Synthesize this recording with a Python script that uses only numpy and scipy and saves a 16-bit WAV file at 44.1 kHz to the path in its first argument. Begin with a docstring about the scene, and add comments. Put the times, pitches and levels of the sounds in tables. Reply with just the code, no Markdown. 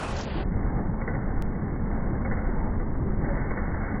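"""Wide loom in a workshop

From beside the control panel: a loom runs slowly, one pick about every 1.25 s, over the deep rumble
of its drive, with soft low thuds in it. In each pick the shafts whirr, the yarn swishes, a latch snaps
and the reed beats up and rebounds. The frame groans now and then; steel heddles rattle at the start.
The treble closes in steps during the first half second and stays muffled; one dry tick cuts through."""
import sys
import numpy as np
from scipy import signal
from scipy.fft import rfft, irfft
from scipy.io import wavfile
from scipy.ndimage import uniform_filter1d, map_coordinates

SR = 44100
rng = np.random.default_rng(int(sys.argv[2]) if len(sys.argv) > 2 else 0)


def log_audio(samples):
    """Write samples as a 16-bit WAV file to the path given in sys.argv[1]."""
    # one column per channel
    frames = np.atleast_2d(samples).T
    # limit to full scale, then quantise
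    limited = np.clip(frames, -1, 1)
    pcm = np.round(limited * 32767).astype(np.int16)
    wavfile.write(sys.argv[1], SR, pcm)


N = 176400
T = np.arange(N) / SR


def amp(db):
    """Decibels to gain."""
    return 10 ** (np.asarray(db) / 20)


def unit(x):
    """Scales to rms 1."""
    return x / np.sqrt(np.mean(x ** 2) + 1e-20)


def add(mix, s, sound):
    """Mixes a sound in at s seconds."""
    part = mix[max(round(s * SR), 0):][:len(sound)]
    part += sound[:len(part)]


def wander(count, step):
    """A smooth random curve that turns about every step points."""
    knots = rng.standard_normal(count)
    return unit(map_coordinates(knots, [np.arange(count) / max(step, 1)], order=1))


def band_noise(hz, width_hz):
    """Noise in one bell-shaped band."""
    f = np.fft.rfftfreq(N, 1 / SR)
    bell = np.exp(-2 * ((f - hz) / width_hz) ** 2)
    return unit(irfft(rfft(rng.standard_normal(N)) * bell, N))


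def workshop(x, t60_s=.45, tail_db=-11):
    """The room answers with a short diffuse tail, 10 ms behind the direct sound."""
    t = np.arange(SR // 2) / SR
    tail = rng.standard_normal(len(t)) * amp(-60 * t / t60_s) * (t > .01)
    return x + amp(tail_db) * signal.fftconvolve(x, tail / np.linalg.norm(tail))[:N]


def running(spectrum, level, ripple_db=1.3, ripple_step_hz=18, ripple_above_hz=600, steady_s=.12):
    """Noise of moving parts, coloured by the frame's many narrow resonances, on a level curve."""
    # strongest resonances of the frame: f/Hz, width/Hz, boost/dB
    frame_peaks = [(487.6, 14, 2), (560, 22, 2.5), (789, 14, 4.5), (1082, 24, 1.5), (1440, 20, 2),
                   (1800, 16, 0.5), (1990, 9.4, 3)]
    f = np.fft.rfftfreq(N, 1 / SR)
    hz, db = np.transpose(spectrum)
    colour = np.interp(np.log(f + 1), np.log(hz), db, right=-120)
    ripple = ripple_db * wander(len(f), ripple_step_hz * N / SR) * f / (f + ripple_above_hz)
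    for centre, width, peak_db in frame_peaks:
        ripple += peak_db / (1 + (2 * (f - centre) / width) ** 2)
    phases = np.exp(2j * np.pi * rng.random(len(f)))
    noise = unit(irfft(phases * amp(colour + ripple), N))
    # the parts keep their strength: even out the noise's own slow swells
    power = uniform_filter1d(noise ** 2, round(steady_s * SR))
    power = uniform_filter1d(power, round(steady_s * SR / 2))
    return unit(noise / np.sqrt(power)) * amp(np.interp(T, *np.transpose(level)))


def drive():
    """The floor rumbles, the drive drones and its gearing churns throughout."""
    # spectra of floor, drive and gearing: f/Hz, relative density/dB
    rumble_spectrum = [(6, -10.5), (14, 0.5), (22, -1.5), (33, 3.5), (48, -5), (62, -17.5), (120, -56.5)]
    drone_spectrum = [(35, -27.5), (52, -4.5), (68, -1), (88, 0), (104, -6.5), (130, -29), (220, -55.5)]
    gear_spectrum = [(70, -26), (104, -4.5), (135, -3), (185, -4), (212, 0), (245, -6.5), (330, -10),
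                     (420, -15), (600, -23), (1200, -47)]
    # their rise and fall: t/s, relative level/dB
    rumble_level = [(0, -50), (.12, -34), (.29, -46.5), (.36, -32), (.56, -29.5), (.9, -32), (1.22, -34.5),
                    (1.32, -25.5), (1.46, -29), (1.63, -39), (1.78, -32), (2.06, -29), (2.15, -34.5),
                    (2.45, -26.5), (2.75, -29.5), (3.35, -29), (3.5, -31.5), (3.8, -33), (4, -37.5)]
    drone_level = [(0.0, -48.5), (0.11, -30.5), (0.26, -42), (0.28, -34), (0.79, -36), (0.87, -38.5),
                   (0.89, -34.5), (1.08, -40.5), (1.15, -32), (1.19, -47), (1.26, -35), (2.45, -33),
                   (2.52, -40), (2.72, -32), (2.97, -36.5), (3.02, -30.5), (3.16, -38), (3.19, -34.5),
                   (3.22, -36.5), (3.58, -37.5), (3.72, -31), (4.0, -38.5)]
    gear_level = [(0, -38.5), (.12, -35), (.3, -35.5), (.54, -31.5), (.78, -30), (0.861, -32), (.92, -30.5),
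                  (.97, -33.5), (1.16, -31), (1.32, -33.5), (1.5, -31.5), (1.76, -32), (2.04, -31.5),
                  (2.22, -31.5), (2.31, -30.5), (2.38, -34), (2.55, -32), (2.69, -31.5), (2.75, -33.5),
                  (2.84, -32), (2.98, -33), (3.079, -30), (3.3, -31), (3.55, -33.5), (3.75, -32),
                  (3.85, -34.5), (3.95, -33), (4, -30.5)]
    rumble = amp(1.5) * running(rumble_spectrum, rumble_level)
    return rumble + running(drone_spectrum, drone_level) + running(gear_spectrum, gear_level)


def shafts_and_yarn(flutter_db=1, flutter_s=.012):
    """Shafts whirr and yarn swishes, swelling with the picks and fluttering together."""
    # spectra of shafts and yarn: f/Hz, relative density/dB
    whirr_spectrum = [(200, -20.5), (400, -1), (490, 0), (610, -2), (690, 1.5), (790, 0), (890, 1.5),
                      (965, -3), (1110, -3), (1230, -5), (1310, -8), (1900, -25)]
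    swish_spectrum = [(600, -21), (1200, -3), (1480, 3), (1700, 2), (2000, -0.7), (2250, -2), (3100, -3.5),
                      (4000, -9.5), (6500, -13), (9000, -15), (11000, -22)]
    # their swells: t/s, relative level/dB
    whirr_level = [(0, -35.5), (.12, -38.5), (.24, -40.5), (.31, -42), (0.481, -46), (.66, -40),
                   (.97, -42.5), (1.151, -41), (1.65, -44), (1.839, -44.5), (1.92, -40.5), (2.15, -42),
                   (2.55, -40), (2.898, -43), (3.161, -44.5), (3.29, -39), (3.7, -40.5), (4, -39.5)]
    swish_level = [(0, -40), (.12, -41.5), (.28, -43.5), (.4, -42.5), (.46, -50.5), (0.581, -46),
                   (.7, -45.5), (0.949, -49.5), (1.199, -46), (1.701, -47.5), (1.85, -48), (2, -44.5),
                   (2.169, -46.5), (2.451, -42), (2.799, -49.5), (3.05, -49.5), (3.2, -46.5), (3.302, -40),
                   (3.7, -40.5), (3.88, -37), (4, -43.5)]
    flutter = amp(flutter_db * wander(N, flutter_s * SR))
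    whirr = running(whirr_spectrum, whirr_level)
    swish = amp(-1) * running(swish_spectrum, swish_level)
    return flutter * (whirr + swish)


def groans():
    """A resonance of the frame swells and fades as sliding parts rub."""
    # rubs: middle t/s, length/s, f/Hz, width/Hz, level/dB
    rubs = [(.04, 0.22, 1090, 480, -38), (.05, .16, 2500, 400, -47), (0.139, 0.7, 540, 380, -40),
            (0.377, 0.13, 310, 300, -36), (0.395, .11, 680, 520, -37.5), (.77, 0.17, 763, 130, -43.5),
            (.76, .2, 215, 70, -34), (2.6, 0.26, 888, 89.4, -44.5), (3.303, 0.18, 565, 30, -39.5)]
    out = np.zeros(N)
    for s, length, hz, width, db in rubs:
        swell = np.cos(np.pi * np.clip((T - s) / length, -.5, .5))
        out += amp(db) * swell * band_noise(hz, width)
    return out


def heddles(rise_s=.0014, t60_s=.081):
    """Thin steel heddles rattle in quick bright bursts."""
    # rattles: t/s, level/dB
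    rattles = [(.008, -49.5), (.045, -52.5), (.078, -46), (0.107, -50), (0.165, -41.5), (0.186, -40),
               (0.209, -39), (.232, -47)]
    level = np.zeros(N)
    for s, db in rattles:
        age = np.maximum(T - s, 0)
        level += np.minimum(age / rise_s, 1) * amp(db - 60 * age / t60_s)
    return level * band_noise(hz=5140, width_hz=3310)


def blow(modes, chatter_s, contacts_per_s=1300, fade_db=-5, crack_db=-8):
    """Loose steel parts meet in a quick chatter of contacts that cracks and rings their modes."""
    t = np.arange(SR // 4) / SR
    signs = np.sign(rng.standard_normal(len(t)))
    contacts = signs * (rng.random(len(t)) < contacts_per_s / SR) * (t < chatter_s)
    contacts[0] = amp(3.5)  # the first contact is the hardest
    contacts *= amp(fade_db * np.minimum(t / chatter_s, 1))
    ring = 0
    for hz, db, t60 in modes:
        mode = amp(-60 * t / t60) * np.sin(2 * np.pi * hz * t)
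        ring = ring + amp(db) * unit(signal.fftconvolve(contacts, mode)[:len(t)])
    crack = signal.sosfilt(signal.butter(2, [392, 2400], "band", fs=SR, output="sos"), contacts)
    sound = unit(ring) + amp(crack_db) * unit(crack)
    return sound / np.sqrt(np.mean(sound[:SR // 40] ** 2))  # rms 1 over the first 25 ms


def beating(latch_lead_s=.0625, rebound_s=.0595):
    """In each pick the latch snaps, the reed beats up and rebounds; the linkage knocks between."""
    # picks: beat-up t/s, latch level/dB, beat-up level/dB, rebound level/dB
    picks = [(1.0775, -36.5, -31, -37), (2.3135, -35.5, -33.5, -38), (3.5715, -35.5, -34.5, -42.5)]
    # light knocks of the linkage: t/s, level/dB
    knocks = [(.402, -41), (.631, -46.5), (.766, -44.5), (0.859, -50), (1.277, -48), (1.549, -46),
              (1.914, -43.5), (2.603, -48.5), (2.717, -49.5), (2.797, -42.5), (3.244, -41), (3.375, -38.5),
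              (3.406, -43.5), (3.45, -42.5), (3.943, -42)]
    # ring of the struck parts: f/Hz, relative level/dB, t60/s
    latch_modes = [(535, 3.5, 0.05), (800, -3, 0.04), (1100, -5.5, .05), (1456, -6.5, 0.056),
                   (2000, -10.5, 0.062), (2160, -4, 0.02)]
    reed_modes = [(494, 7.5, 0.046), (750, 0, 0.038), (1200, -9.5, .05), (1500, 0, .069), (1792, -5, 0.16),
                  (1880, -4.5, .06), (1984, -1, 0.11)]
    out = np.zeros(N)
    for s, latch_db, beat_db, rebound_db in picks:
        add(out, s - latch_lead_s, amp(latch_db) * blow(latch_modes, chatter_s=.01))
        add(out, s, amp(beat_db) * blow(reed_modes, chatter_s=.022))
        add(out, s + rebound_s, amp(rebound_db) * blow(reed_modes, chatter_s=.022))
    for s, db in knocks:
        add(out, s, amp(db) * blow(reed_modes, chatter_s=.018))
    return workshop(out)


def thuds(rise_s=.0066):
    """Soft low thuds in the rumble, each a few cycles long."""
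    # thuds: t/s, f/Hz, peak level/dB
    low_thuds = [(.511, 184, -23.5), (.546, 92, -20), (.644, 73.6, -25), (.706, 199.3, -27),
                 (.757, 88, -25), (.889, 165.3, -25), (1.172, 124, -26), (1.288, 45, -20),
                 (1.629, 139.5, -26), (1.831, 161, -25.5), (2.104, 331, -30), (2.123, 135.5, -22),
                 (2.304, 142, -26), (2.487, 370, -28), (3.003, 130, -25.5), (3.016, 311, -31),
                 (3.185, 84.5, -22.5), (3.23, 130, -23), (3.404, 134.2, -27), (3.94, 199, -24.5)]
    out, t = np.zeros(N), np.arange(SR // 5) / SR
    envelope = t / rise_s * np.exp(1 - t / rise_s)
    for s, hz, db in low_thuds:
        add(out, s, amp(db) * envelope * np.sin(2 * np.pi * (hz * t + rng.random())))
    return workshop(out)


def tick(decay_s=.00034):
    """One dry tick: a sharp edge that dies at once, with no room on it."""
    return .076 * np.exp(-T[:SR // 100] / decay_s)


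def scene():
    """The whole loom in mono, heard from beside its control panel."""
    return (drive() + thuds() + shafts_and_yarn() + beating() + groans() + heddles())[None]


def record(dry, crossfade_s=.003, tick_at_s=1.4233, band_limit_hz=16000):
    """The treble closes in steps; the tick escapes them and meets only the final band limit."""
    # upper edge of the treble: from t/s, f/Hz
    treble_steps = [(0, 10800), (.04, 10350), (.125, 7600), (.252, 5000), (.436, 2232)]
    out = np.zeros(N)
    for s, hz in treble_steps:
        lowpass = signal.firwin(4095, hz, window=("kaiser", 8), fs=SR)
        dull = signal.oaconvolve(dry[0], lowpass, "same")
        blend = .5 + .5 * np.tanh((T - s) / crossfade_s) if s else 1
        out += blend * (dull - out)
    add(out, tick_at_s, tick())
    band_limit = signal.firwin(511, band_limit_hz, window=("kaiser", 9), fs=SR)
    return signal.oaconvolve(out, band_limit, "same")[None]


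dry = scene()
out = record(dry)
log_audio(out)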